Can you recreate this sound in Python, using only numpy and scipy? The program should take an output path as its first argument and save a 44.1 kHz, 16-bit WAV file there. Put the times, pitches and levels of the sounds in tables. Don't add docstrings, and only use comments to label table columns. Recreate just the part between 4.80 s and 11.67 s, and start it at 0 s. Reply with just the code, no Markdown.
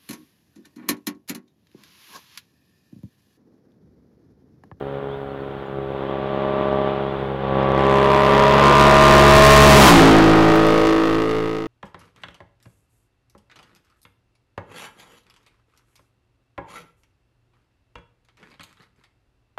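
import sys
import numpy as np
from scipy import signal
from scipy.fft import rfft, irfft
from scipy.io import wavfile
from scipy.ndimage import uniform_filter1d, map_coordinates

SR = 44100
rng = np.random.default_rng(int(sys.argv[2]) if len(sys.argv) > 2 else 0)


def attenuation_scalar(level_db):
    decades = np.asarray(level_db, float) / 20
    return 10 ** decades


def bounce(signal):
    frames = np.transpose(np.atleast_2d(signal))
    limited = np.clip(frames, -1, 1)
    pcm = np.round(limited * 32767).astype(np.int16)
    wavfile.write(sys.argv[1], SR, pcm)


N = 302967
SOUND_M_S, SPEED_M_S = 343, 47

# start_s, screen_db, throttle_db
RIDE = [(0, -45, 4.5), (.6, -49, 1), (.85, -48, -0.5), (.96, -52, 4), (1.3, -31, -0.5), (1.7, -23, -0.5),
        (2, -21, -1), (2.3, -34.5, -1), (2.58, -41, -1), (2.72, -26, 3), (3.1, -7.5, -0.5), (3.6, 1, -3.5),
        (4.2, 2.5, -3), (4.65, 3, -1), (4.95, -4.5, 0.5), (5.4, -1.5, -1.5), (6, 6, 5), (6.87, 4.5, 6.5)]


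def unit(x):
    return x / np.sqrt(np.mean(x ** 2) + 1e-20)


def along(points, hz):
    point_hz, value = np.transpose(points)
    return np.interp(np.log(hz + 1), np.log(point_hz + 1), value)


def curves(rows):
    start_s, *columns = np.transpose(rows)
    return [np.interp(np.arange(N) / SR, start_s, column) for column in columns]


def wobble(rate_hz):
    knots = rng.standard_normal(int(N * rate_hz / SR) + 4)
    return map_coordinates(knots, [np.arange(N) * rate_hz / SR])


def coloured(x, points, causal=1, turn=0, smear_ms=0):
    size = 8192
    hz = np.fft.rfftfreq(size, 1 / SR)
    cepstrum = irfft(np.log(attenuation_scalar(along(points, hz)) + 1e-6))
    cepstrum[1:size // 2] *= 2
    cepstrum[size // 2 + 1:] = 0
    log_gain = rfft(cepstrum)
    phase = causal * log_gain.imag + turn - np.pi * smear_ms * (hz / 1000) ** 2
    response = np.roll(irfft(np.exp(log_gain.real + 1j * phase)), size // 2)
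    return unit(signal.fftconvolve(x, response)[size // 2:][:N])


def rumble():
    # pitch_hz, level_db per Hz
    far_colour = [(15, -20.5), (30, -8), (60, 5), (110, 5), (200, 2), (400, -42.5)]
    level_db = -48 + 1.5 * wobble(5)
    return attenuation_scalar(level_db) * coloured(rng.standard_normal(N), far_colour)


def bird():
    # start_s, length_s, from_hz, to_hz, level_db
    whistles = [
        (.28, .09, 3050, 3700, -50),
        (.48, .05, 4200, 4330, -65),
        (.59, .04, 4340, 4360, -66),
        (.77, .03, 4325, 4305, -68),
        (.855, .03, 7080, 6850, -75),
        (1.26, .09, 3050, 3650, -50),
        (2.25, .07, 3250, 3500, -49),
    ]
    out = np.zeros(N)
    for start_s, length_s, from_hz, to_hz, level_db in whistles:
        u = np.linspace(0, 1, round(length_s * SR))
        glide_hz = from_hz + (to_hz - from_hz) * np.sin(np.pi / 2 * u) ** 2
        whistle = np.sin(np.pi * u) * np.sin(2 * np.pi * np.cumsum(glide_hz) / SR)
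        out[round(start_s * SR):][:len(u)] += np.sqrt(2) * attenuation_scalar(level_db) * whistle
    return out


def wood(x):
    # pitch_hz, t60_s
    decay = [(100, 0.15), (600, 0.6), (2000, 0.087), (6000, 0.09)]
    hz, t, z = signal.stft(rng.standard_normal(SR), SR, nperseg=256)
    decay_db = -60 * t / along(decay, hz)[:, None]
    tail = signal.istft(z * attenuation_scalar(decay_db), SR, nperseg=256)[1]
    delayed = np.pad(x, (700, 0))
    return signal.fftconvolve(delayed, tail / np.linalg.norm(tail))[:N]


def shimmer(x, depth_db):
    z = signal.stft(x, nperseg=2048)[2]
    field = uniform_filter1d(rng.standard_normal(z.shape), size=4, axis=0)
    field = uniform_filter1d(field, size=7, axis=1)
    return signal.istft(z * attenuation_scalar(depth_db * unit(field)), nperseg=2048)[1][:N]


def passage():
    pass_s, gap_m = 5.085, 2.7
    sent_s = np.arange(-SR, N + SR) / SR - pass_s
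    heard_s = sent_s + (np.hypot(SPEED_M_S * sent_s, gap_m) - gap_m) / SOUND_M_S
    road_m = SPEED_M_S * np.interp(np.arange(N) / SR - pass_s, heard_s, sent_s)
    return road_m, np.hypot(road_m, gap_m)


def paths():
    road_m, far_m = passage()
    screen_db, throttle_db = curves(RIDE)
    spread_db = -20 * np.log10(far_m)
    facing = -road_m / far_m
    over = lambda x: np.maximum(x, 0)
    front_db = spread_db + throttle_db - 30 * (1 - facing)
    trees_db = 18.5 + front_db + 0.081 * screen_db
    bend_db = 39.5 + front_db + screen_db - 42 * over(np.arange(N) / SR - 2.57)
    nose_db = 30 + front_db + screen_db
    boom_db = 23.5 + spread_db + throttle_db - 14 * np.exp(-(facing / .3) ** 2)
    boom_db -= 0.1 * over(-road_m - 22.3) + 2.1 * over(road_m - 25)
    tail_db = 11.5 + 0.49 * spread_db + throttle_db - 24 * (1 + facing)
    roar_db = 20 + spread_db + .27 * screen_db - 4.5 * (1 - facing)
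    return trees_db, bend_db, nose_db, boom_db, tail_db, roar_db


def grit():
    # start_s, level_db
    stones = [
        (5.757, -17),
        (5.763, -8),
        (5.868, -11),
        (5.887, -20),
    ]
    t60_s = 0.003
    out, t = np.zeros(N), np.arange(SR // 50) / SR
    for start_s, level_db in stones:
        tick = attenuation_scalar(level_db - 60 * t / t60_s) * rng.standard_normal(len(t))
        out[round(start_s * SR):][:len(t)] += tick
    return out


def tyres():
    # pitch_hz, level_db per Hz
    tread_colour = [(1500, -43), (4500, -1), (9000, -23), (16000, -27)]
    level_db = -10.5 + curves(RIDE)[0] - 20 * np.log10(passage()[1])
    return attenuation_scalar(level_db + 1.5 * wobble(38)) * coloured(rng.standard_normal(N), tread_colour)


def flank(puff):
    # start_s, level_db, pitch_hz
    whine = [
        (4.96, -40, 1400),
        (5, 4, 1320),
        (5.025, 15, 1222),
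        (5.045, 14, 1120),
        (5.06, 15, 960),
        (5.08, 16, 950),
        (5.1, 14, 1020),
        (5.125, 0, 1150),
        (5.18, -30, 1185),
    ]
    level_db, whine_hz = curves(whine)
    rough_hz = whine_hz * (1 + .045 * wobble(150))
    phase = 2 * np.pi * np.cumsum(rough_hz) / SR
    return attenuation_scalar(level_db) * (.15 + .8 * puff) * np.sin(phase)


def gas_roar(puff, roar_db):
    # pitch_hz, level_db per Hz
    roar_colour = [(20, -7), (60, -25), (300, 0), (900, 0), (1500, -6), (2500, -14), (3500, -13.5),
                   (4300, -28.5), (5500, -43.5), (8000, -56.5), (15000, -67)]
    noise = coloured((10.0 + puff) * rng.standard_normal(N), roar_colour)
    return attenuation_scalar(roar_db + .7 * wobble(11)) * noise


def firings(gap, scatter_db, jitter_ms):
    # start_s, cycles_hz
    revs = [(0, 59.6), (.3, 59.7), (.8, 58.8), (1.25, 58.4), (1.65, 58.8), (2.26, 58.85), (2.45, 58.2),
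            (2.7, 57.9), (3, 58.2), (3.25, 58.7), (3.79, 60.15), (4.08, 60.7), (4.3, 60.7), (4.67, 61.45),
            (5.4, 61.2), (5.8, 61.35), (6.49, 62.1), (6.87, 62.5)]
    road_m, far_m = passage()
    doppler = 1 + SPEED_M_S / SOUND_M_S * road_m / far_m
    turns = np.cumsum(curves(revs)[0] / doppler) / SR
    chance = rng.standard_normal((600, 4))
    blow_turns = np.arange(600)[:, None] + np.array([.76, .76 + gap])
    at = np.interp(blow_turns, turns, np.arange(N), right=N + 20)
    at = at + jitter_ms * SR / 1000 * chance[:, :2]
    size = attenuation_scalar(scatter_db * chance[:, 2:])

    def train(place, strength):
        low = np.floor(place).astype(int)
        early = np.bincount(low, strength * (1 + low - place), N + 99)
        late = np.bincount(low + 1, strength * (place - low), N + 99)
        return (early + late)[:N]

    return [train(*cylinder) for cylinder in zip(at.T, size.T)]


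def exhaust(first, second, trees_db, bend_db, nose_db, boom_db, tail_db):
    # pitch_hz, level_db per Hz
    trees_colour = [(25, -31), (68, -11.5), (136, -2), (204, -14.5), (272, 0.5), (340, 1), (408, 2),
                    (544, -1.5), (612, -12.5), (748, -10), (1156, -18.5), (1360, -40.5), (1768, -29),
                    (4400, -64)]
    bend_colour = [(25, -40), (67, -9), (135, 2.5), (202, 6), (336, 7.5), (404, -3.5), (538, 7.5),
                   (606, 10.5), (740, 3.5), (942, -21), (1144, 6), (1346, -42), (1750, -26), (4400, -59.5)]
    nose_colour = [(25, -52), (70, -9), (141, -9), (211, -11.5), (352, -4), (562, -4.5), (633, 1.5),
                   (773, -9.5), (984, 0), (1054, -0.5), (1195, -5), (1406, -23), (2039, -16),
                   (5100, -108.5)]
    boom_colour = [(25, -42), (54, -3.5), (109, -1.5), (164, -0.5), (218, 1), (272, 4.5), (327, 0),
                   (436, -2.5), (490, -23.5), (640, -13.5), (763, -11), (926, -18), (1417, -25.5),
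                   (8500, -120)]
    tail_colour = [(25, -49), (54, -6.5), (109, -3), (163, -3), (272, 0), (326, 2.5), (434, 1.5),
                   (489, -0.5), (550, 1.5), (640, -10), (923, -16.5), (1086, -14), (1249, -16),
                   (7000, -120)]

    def ahead(colour, far_db):
        return coloured(first + attenuation_scalar(far_db) * second, colour, causal=.4, turn=1.1, smear_ms=.3)

    def behind(colour, far_db):
        return coloured(first + attenuation_scalar(far_db) * second, colour, causal=0.738, turn=.3, smear_ms=2.797)

    out = attenuation_scalar(trees_db) * shimmer(ahead(trees_colour, far_db=-7), depth_db=1.4)
    out += attenuation_scalar(bend_db) * shimmer(ahead(bend_colour, far_db=-1.5), depth_db=1.6)
    out += attenuation_scalar(nose_db) * shimmer(ahead(nose_colour, far_db=-2.5), depth_db=1.1)
    out += attenuation_scalar(boom_db) * behind(boom_colour, far_db=-3.0)
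    out += attenuation_scalar(tail_db) * shimmer(behind(tail_colour, far_db=-2.5), depth_db=1.2)
    return out


def motorcycle():
    *exhaust_db, roar_db = paths()
    first, second = firings(gap=.347, scatter_db=1.5, jitter_ms=.035)
    puff = signal.fftconvolve(first + second, np.hanning(int(0.0053 * SR)), "same")
    return exhaust(first, second, *exhaust_db) + flank(puff) + gas_roar(puff, roar_db)


def scene():
    machine = motorcycle()
    wet_db = -20 - .08 * curves(RIDE)[0]
    echo = wood(attenuation_scalar(wet_db) * machine)
    return (machine + echo + bird() + grit() + tyres() + rumble())[None]


def band_limit(x):
    return signal.sosfilt(signal.butter(12, 15970, fs=SR, output="sos"), x)


def record(dry):
    # pitch_hz, level_db per Hz
    self_noise = [(20, 17), (200, 8), (2000, -18), (6000, -52), (9000, -33), (12000, -18), (16000, -21.5)]
    top, knee = 0.43, 30
    fade_from_s, fade_s, fade_bend = 5.05, 2.05, 1.18
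    steady = signal.lfilter([1, -1], [1, -np.exp(-2 * np.pi * 12 / SR)], dry)
    x = steady + attenuation_scalar(-67.0) * coloured(rng.standard_normal(N), self_noise)
    clipped = x / (1 + np.abs(x / top) ** knee) ** (1 / knee)
    below_top_hz = np.fft.rfftfreq(N, 1 / SR) < 15830
    band = irfft(rfft(clipped) * below_top_hz, N)
    fading_s = np.maximum(np.arange(N) / SR - fade_from_s, 0)
    fade = 1 - (fading_s / fade_s) ** fade_bend
    return band_limit(band * fade)


dry = scene()
out = record(dry)
bounce(out)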